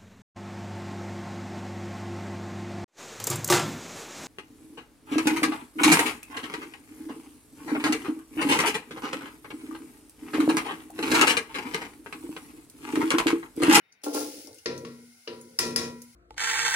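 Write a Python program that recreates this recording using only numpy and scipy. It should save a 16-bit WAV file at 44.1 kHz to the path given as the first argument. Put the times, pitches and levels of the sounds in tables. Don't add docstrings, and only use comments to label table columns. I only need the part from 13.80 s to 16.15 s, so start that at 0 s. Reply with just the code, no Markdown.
import sys
import numpy as np
from scipy import signal
from scipy.fft import rfft, irfft
from scipy.io import wavfile
from scipy.ndimage import uniform_filter1d

SR = 44100
rng = np.random.default_rng(int(sys.argv[2]) if len(sys.argv) > 2 else 0)


def gain_from_db(level_db):
    decades = np.asarray(level_db, float) / 20
    return 10 ** decades


def to_wav(s):
    ch = np.atleast_2d(s).T
    pcm = np.round(np.clip(ch, -1, 1) * 32767)
    wavfile.write(sys.argv[1], SR, pcm.astype(np.int16))


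N = 103635

# pitch_hz, lead_rad
LEFT_LEAD = [(30, 0), (470, -.3), (560, -1.8), (1500, -1.4), (4000, -1.8), (8000, -4), (16000, -5)]
# pitch_hz, level_db
LEFT_LEVEL = [(30, -6.5), (300, 2.5), (520, -0.5), (800, -3.5), (1200, 6.5), (3000, 6), (16000, -2)]
# pitch_hz, likeness (0 to 1)
LIKENESS = [(30, 0.86), (400, 1), (550, 0.65), (2000, 0.47), (5000, 0.1), (16000, 0.11)]
# pitch_hz, gain_db
MIC_COLOUR = [(2600, 1), (3450, -1), (4200, 1.5), (5200, 5), (8000, -0.5), (10300, 7), (13300, -9.5),
              (14700, -1)]
# pitch_hz, level_db
SUPPRESSOR_THRESHOLD = [(60, -85.5), (300, -61), (1200, -82), (2500, -87.5), (16000, -90.5)]

# pitch_hz, width_hz, level_db
FAN_BANDS = [(1464, 220, -72.5), (2128, 93, -69.5), (780, 260, -70)]
# start_s, end_s, pitch_hz, level_db
WHINES = [(0, .045, 2940, -68), (.03, .11, 3700, -69), (.135, .2, 3700, -75), (0, .2, 5560, -82),
          (0, .07, 4820, -82)]
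# pitch_hz, level_db per Hz
ROOM_COLOUR = [(30, -18), (200, -12), (1200, -18), (2200, -13.5), (4500, -25.5), (8000, -40),
               (16500, -25.5)]
# pitch_hz, level_db per Hz
SIZZLE_COLOUR = [(40, 1), (88, -16), (130, -27), (400, -39), (1100, -7), (2200, -3), (6000, -1),
                 (16500, -2)]

# start_s, peak_db, pitch_hz, left_right_db
TICKS = [(0.125, -49, 6440, 3.5), (0.2174, -57.5, 5800, 8), (0.404, -27, 6760, 7),
         (0.6718, -34.5, 5500, -3), (0.7297, -43, 4600, -8), (0.2341, -42, 9400, 5),
         (0.3347, -47, 6250, 28), (0.3475, -51, 6500, -7), (0.745, -38.5, 8600, 1),
         (0.7846, -41.5, 6100, 5), (0.978, -32, 5730, -1), (1.6125, -37, 9700, -1), (2.2187, -39, 6500, 5),
         (2.224, -51, 6460, 2), (2.2191, -33.5, 12050, -16)]
# start_s, pitch_hz, peak_db
CLACKS = [(0.125, 4760, -56), (0.122, 5900, -52), (0.7847, 2830, -49), (0.859, 1894, -25.5),
          (0.86, 2710, -51), (0.861, 4230, -41), (0.859, 5050, -29), (0.977, 4270, -46),
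          (1.0498, 1132, -35.5), (1.0482, 1780, -42.5), (1.0491, 2768, -38.5), (1.0491, 4770, -47),
          (1.4732, 1220, -43), (1.4742, 1940, -47), (1.4734, 2374, -45), (1.4752, 2910, -34),
          (1.79, 1820, -29), (1.788, 5250, -18), (1.9604, 5050, -17), (1.961, 1680, -39),
          (1.6122, 6850, -45), (2.2196, 6740, -49), (0.859, 1085, -40)]

# start_s, crack_peak_db, tilt_db per octave, body_db, shake_t60_s
KNOCKS = [
    (0.8581, -22.5, -17, -15.5, 0.94),
    (1.0491, -36.5, -18, -33, 0.15),
    (1.4747, -26.5, -35.5, -21.5, 0.77),
    (1.789, -16, 0.5, -25, 1),
    (1.9605, -18, -0.5, -25.5, 0.23),
    (2.12, -62, -26, -36.5, 0.61),
]
# start_s, peak_db
ROCKS = [(0.884, -31), (0.937, -39), (0.967, -25), (1.029, -27.5), (1.074, -35), (1.111, -47),
         (1.15, -46.5), (1.188, -42), (1.25, -52), (1.289, -62), (1.48, -42.5), (1.53, -37.5), (1.508, -39),
         (1.56, -40), (1.636, -36.5), (1.68, -42.5), (1.72, -44), (1.75, -52), (1.832, -19), (1.854, -22.5),
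         (1.891, -23), (1.929, -35.5), (1.985, -26.5), (2.008, -33), (2.03, -22), (2.043, -30),
         (2.169, -48.5), (2.238, -53)]
# pitch_hz, level_db, t60_s
ROCKING_MODES = [(94.5, -17.5, 0.35), (136.8, -20.5, 0.55), (164, -18.5, 0.57), (239.53, -13.5, 0.57),
                 (298.8, -12.5, 0.18), (348.6, -3, 0.13), (441.6, -4, 0.15), (465.3, -3, 0.11),
                 (523.3, -13, 0.37), (667, -25.5, 0.3)]
# pitch_hz, level_db, t60_s
EDGE_MODES = [(977.4, 0, 0.5), (1070, -3, 0.12), (1361, -0.7, 0.47), (1800, -10, 0.029), (1922, -2, 0.53),
              (2440, -4, 0.55), (2750, 3.5, 0.051), (4810, -2, 0.24), (5080, -2.5, 0.26), (5370, -5, 0.35),
              (5400, 4, 0.23), (5670, -6, 0.137)]
# pitch_hz, level_db per Hz
CRACK_COLOUR = [(400, -44), (900, -13), (1800, -4), (3500, -7), (5000, -3.5), (9000, -2.5), (16500, -9)]
# pitch_hz, level_db per Hz
RATTLE_COLOUR = [(400, 3.5), (900, -2), (2000, -3), (3500, -0.5), (5500, 1.5), (10000, -7.5),
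                 (16500, -13.5)]

# start_s, flow_db, rustle_db against the flow
POUR = [
    (0.2364, -38.5, 4.5),
    (.273, -21.5, -21),
    (0.327, -31.5, -15.5),
    (.345, -24.5, -5.5),
    (.41, -34, -2),
    (.5, -41.5, -1.5),
    (0.651, -53, 4.5),
    (0.701, -56, -5),
    (0.802, -73.5, 16),
]
# start_s, peak_db, softness_ms
PIECES = [(0.235, -27.5, 1.04), (0.262, -15.5, 0.96), (0.283, -49, 2.8), (0.333, -34, 1.9),
          (0.345, -16, 1.13), (0.361, -17, 0.94), (0.373, -25.5, 0.36), (0.409, -24, 0.8),
          (0.425, -32, 0.9), (0.446, -29.5, 0.87), (0.476, -18, 2.33), (0.498, -37.5, 1.4),
          (0.523, -39, 2.5), (0.549, -33, 1.8), (0.573, -29, 1.8), (0.595, -36, 1.55), (0.64, -30.5, 2.16),
          (0.672, -30, 1.17), (0.69, -31, 1.57), (0.706, -43, 0.97), (0.75, -45, 1.23)]
# pitch_hz, level_db, t60_s
PAN_MODES = [(293.6, -4.5, 0.32), (302.8, -9, 0.17), (428.2, -4, 0.18), (472.4, -11, 0.36), (524, -5, 0.22),
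             (668.5, -11.5, 0.15), (846.3, 0, 0.085), (1073, -8.5, 0.12), (1283, -18, 0.083),
             (1373, -2, 0.11), (1615, 0.5, 0.03), (347.2, -43, 0.34)]
# pitch_hz, level_db per Hz
RUSTLE_COLOUR = [(300, -13), (700, -29), (1400, -13), (2500, -4), (5500, 0), (10000, -2.5), (13000, -2),
                 (16500, 3)]

THUDS_PER_S = 330


def read(points, hz):
    f, value = np.transpose(points)
    return np.interp(np.log(hz + 1), np.log(f + 1), value)


def evened(x):
    return x / np.sqrt(np.mean(x ** 2) + 1e-20)


def add(mix, start_s, sound):
    part = mix[..., round(start_s * SR):][..., :sound.shape[-1]]
    part += sound[..., :part.shape[-1]]


def high_pass(x, order, hz):
    return signal.sosfilt(signal.butter(order, hz, "high", fs=SR, output="sos"), x)


def two_mics(shared, other, colour, tilt_db=0., lumps=(0., 0.)):
    n = shared.shape[-1]
    hz = np.fft.rfftfreq(n, 1 / SR)
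    comb = np.interp(hz, np.linspace(0, SR / 2, len(lumps)), lumps)
    tilt = tilt_db * np.log2(np.maximum(hz, 4500) / 4500)
    gain = gain_from_db(read(colour, hz) + comb + tilt)
    like = np.clip(read(LIKENESS, hz), 0, 1)
    side = gain_from_db(read(LEFT_LEVEL, hz) / 2)
    left = rfft(shared)
    right = like * left + np.sqrt(1 - like ** 2) * rfft(other)
    right = right * np.exp(-1j * read(LEFT_LEAD, hz))
    return evened(irfft(np.array([left * side, right / side]) * gain, n))


def ring(force, modes):
    rise_cycles, longest_s = 1.38, 0.62
    t, response = np.arange(SR) / SR, 0
    for hz, db, t60 in modes:
        lag = np.array([[0], [read(LEFT_LEAD, hz)]])
        side_db = read(LEFT_LEVEL, hz) / 2 * np.array([[1], [-1]])
        swell = np.sin(np.pi / 2 * np.minimum(t * hz / rise_cycles, 1)) ** 2
        decay = gain_from_db(db - 60 * t / min(t60, longest_s) + side_db)
        response = response + swell * decay * np.sin(2 * np.pi * hz * t - lag)
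    return signal.fftconvolve(force[None], response, axes=1)[:, :N]


def push(ms):
    w = np.hanning(max(int(ms * SR / 1000), 1) + 2)
    return w / w.sum()


def sparse(per_s, spread_db):
    size = gain_from_db(spread_db * np.minimum(rng.exponential(1, N), 4))
    return evened(size * rng.standard_normal(N) * (rng.random(N) < per_s / SR))


def kitchen():
    sizzle_start_s, sizzle_db, quiet_db = 0.234, -59, -64.5
    t, hz = np.arange(N) / SR, np.fft.rfftfreq(N, 1 / SR)
    a, b, c, d, e, f = rng.standard_normal((N, 6)).T
    bands = 0
    for centre, width, db in FAN_BANDS:
        bands = bands + gain_from_db(db) / (1 + (2 * (hz - centre) / width) ** 2) * np.sqrt(SR / 2 / width)
    fan = irfft(rfft(np.array([e, f])) * bands, N)
    drift_hz = 12.0 * evened(uniform_filter1d(e, size=900))
    for start, end, pitch, db in WHINES:
        fade = np.clip(np.minimum(t - start, end - t) / 0.012 + 0.5, 0, 1)
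        turns = np.cumsum(pitch + drift_hz) / SR
        fan = fan + gain_from_db(db) * fade * np.sin(2 * np.pi * turns)
    frying = np.clip((t - sizzle_start_s) / 0.0046, 0, 1)
    sizzle = gain_from_db(sizzle_db) * two_mics(a + 0.19 * sparse(1400, 1.0), b, SIZZLE_COLOUR)
    quiet = gain_from_db(quiet_db) * two_mics(c, d, ROOM_COLOUR)
    return frying * sizzle + (1 - frying) * quiet + fan * (0.5 + 0.5 * frying)


def room(near):
    taps = np.zeros((2, SR // 2))
    at = np.arange(200, SR // 2 - 20, 20) + rng.integers(0, 20, (2, (SR // 2 - 201) // 20))
    np.put_along_axis(taps, at, rng.choice([-1., 1.], at.shape), 1)
    hz, t, z = signal.stft(taps, SR, nperseg=256)
    t60 = read([(100, 0.52), (1000, 0.35), (5000, 0.16), (15000, 0.13)], hz)[:, None]
    like = np.clip(read(LIKENESS, hz), 0, 1)[:, None]
    z = np.array([z[0], like * z[0] + np.sqrt(1 - like ** 2) * z[1]])
    tail = signal.istft(z * gain_from_db(-60 * t / t60), SR, nperseg=256)[1]
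    return signal.fftconvolve(near, tail / np.linalg.norm(tail[0]), axes=1)[:, :N]


def cooker_top(near):
    hum_hz, swell_s, hum_db = 89, 0.15, -26.5
    r = np.exp(-1 / (swell_s * SR))
    swell = signal.lfilter([(1 - r) ** 2], [1, -2 * r, r * r], abs(near).mean(0))
    band = signal.butter(2, [hum_hz - 20.5, hum_hz + 40], "band", fs=SR, output="sos")
    return gain_from_db(hum_db) * swell * evened(signal.sosfilt(band, rng.standard_normal(N)))


def plastic_ticks():
    t, out = np.arange(4000) / SR, np.zeros((2, N))
    shape = gain_from_db(-60 * t / 0.022) + gain_from_db(-12 - 60 * t / 0.11)
    for start, db, hz, left_right_db in TICKS:
        a, b = rng.standard_normal((len(t), 2)).T
        colour = [(0.4 * hz, -32), (0.7 * hz, -14), (0.92 * hz, -9), (hz, -1.5), (1.09 * hz, -9), (17000, -15)]
        side_db = (left_right_db + 3.5) * np.array([[0.5], [-0.5]])
        add(out, start, two_mics(a, b, colour) * shape * gain_from_db(db - 10.0 + side_db))
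    return out


def basket_clacks():
    t60_s, rise_s = 0.026, 0.00077
    t, out = np.arange(4000) / SR, np.zeros((2, N))
    side = np.array([[1], [-1]]) / 2
    for start, hz, db in CLACKS:
        wave = np.sin(2 * np.pi * hz * t + side * read(LEFT_LEAD, hz)) * np.minimum(t / rise_s, 1)
        add(out, start, wave * gain_from_db(db - 60 * t / t60_s + side * read(LEFT_LEVEL, hz)))
    return out


def knocks():
    crack_t60_s, rattle_t60_s, rattle_droop = 0.035, 0.27, 1.787
    t = np.arange(SR // 2) / SR
    (force, edge, blow), out = np.zeros((3, N)), np.zeros((2, N))
    shake = np.convolve(sparse(THUDS_PER_S, 2.1), push(1.0), "same")
    lumps = 2 * rng.standard_normal(300)
    for start, db, tilt_db, body_db, shake_t60 in KNOCKS:
        a, b, c, d = rng.standard_normal((len(t), 4)).T
        c, d = np.array([c, d]) * gain_from_db(1.6 * evened(uniform_filter1d(a, size=120)))
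        crack = two_mics(a, b, CRACK_COLOUR, tilt_db) * gain_from_db(db - 2.0 - 60 * t / crack_t60_s)
        rattle_env = gain_from_db(db - 16 + 0.19 * tilt_db - 60 * (t / rattle_t60_s) ** rattle_droop)
        rattle = two_mics(c, d, RATTLE_COLOUR, tilt_db, lumps) * rattle_env
        rise_s = 0.00015 + 0.000071 * abs(tilt_db)
        add(out, start, np.minimum(t / rise_s, 1) * (crack + rattle))
        add(edge, start, gain_from_db(db - 22) * push(0.06 - 0.018 * tilt_db))
        add(blow, start - 0.001, gain_from_db(body_db - 7.0) * push(0.95))
        i = round(start * SR)
        shake_env = np.minimum(t / 0.017, 1) * gain_from_db(body_db - 47.0 - 60 * (t / shake_t60) ** 0.83)
        add(force, start, shake[i:i + len(t)] * shake_env[:N - i])
    for start, db in ROCKS:
        add(force, start, gain_from_db(db - 7.5) * push(1.23))
    blow = high_pass(blow, 2, 310)
    return out + ring(force + blow, ROCKING_MODES) + ring(edge, EDGE_MODES)


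def pour():
    loaded_s, loaded_pitch, loaded_ring = 0.44, 1.03, 0.43
    t = np.arange(N) / SR
    s, flow_db, rustle_db = np.transpose(POUR)
    pouring = (t > s[0]) & (t < s[-1])
    flow = pouring * gain_from_db(np.interp(t, s, flow_db))
    thuds = np.convolve(sparse(THUDS_PER_S, 3.5), push(0.93), "same")
    stream = evened(ring(thuds * flow, PAN_MODES))
    stream *= gain_from_db(-16.0) * np.sqrt(np.mean(flow ** 2))
    force = np.zeros(N)
    for start, db, softness_ms in PIECES:
        add(force, start, gain_from_db(db - 8.5) * push(softness_ms))
    loaded = [(hz * loaded_pitch, db, t60 * loaded_ring) for hz, db, t60 in PAN_MODES]
    pieces = ring(force * (t < loaded_s), PAN_MODES) + ring(force * (t >= loaded_s), loaded)
    body = high_pass(stream + pieces, 4, 245)
    grains = [sparse(3100, 2.0) + 0.53 * rng.standard_normal(N) for _ in range(2)]
    rustle = pouring * gain_from_db(np.interp(t, s, flow_db + rustle_db)) * two_mics(*grains, RUSTLE_COLOUR)
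    return body + rustle


def scene():
    near = plastic_ticks() + basket_clacks() + knocks() + pour()
    return kitchen() + gain_from_db(-6.0) * room(near) + cooker_top(near) + near


def suppress(x):
    depth_db, knee_db = 6, 3
    hz, _, z = signal.stft(x, SR, nperseg=1024, noverlap=768)
    power = (abs(z) ** 2).mean(0)
    power = uniform_filter1d(uniform_filter1d(power, size=3, axis=0), size=3, axis=1)
    level_db = 10 * np.log10(abs(power) + 1e-20)
    under = np.clip((read(SUPPRESSOR_THRESHOLD, hz)[:, None] - level_db) / knee_db, 0, 1)
    return signal.istft(z * gain_from_db(-depth_db * under), SR, nperseg=1024, noverlap=768)[1][:, :N]


def low_pass(x):
    return signal.sosfilt(signal.butter(12, 17060, fs=SR, output="sos"), x)


def record(dry):
    hz = np.fft.rfftfreq(1024, 1 / SR)
    taps = signal.minimum_phase(signal.firwin2(1023, hz, gain_from_db(2 * read(MIC_COLOUR, hz)), fs=SR))
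    coloured = signal.oaconvolve(dry, taps[None], axes=1)[:, :N]
    low_end = signal.butter(3, 75, "high", fs=SR, output="sos")
    high_end = signal.cheby1(8, 1, 15700, fs=SR, output="sos")
    mix = suppress(signal.sosfilt(np.vstack([low_end, high_end]), coloured))
    return low_pass(mix)


dry = scene()
out = record(dry)
to_wav(out)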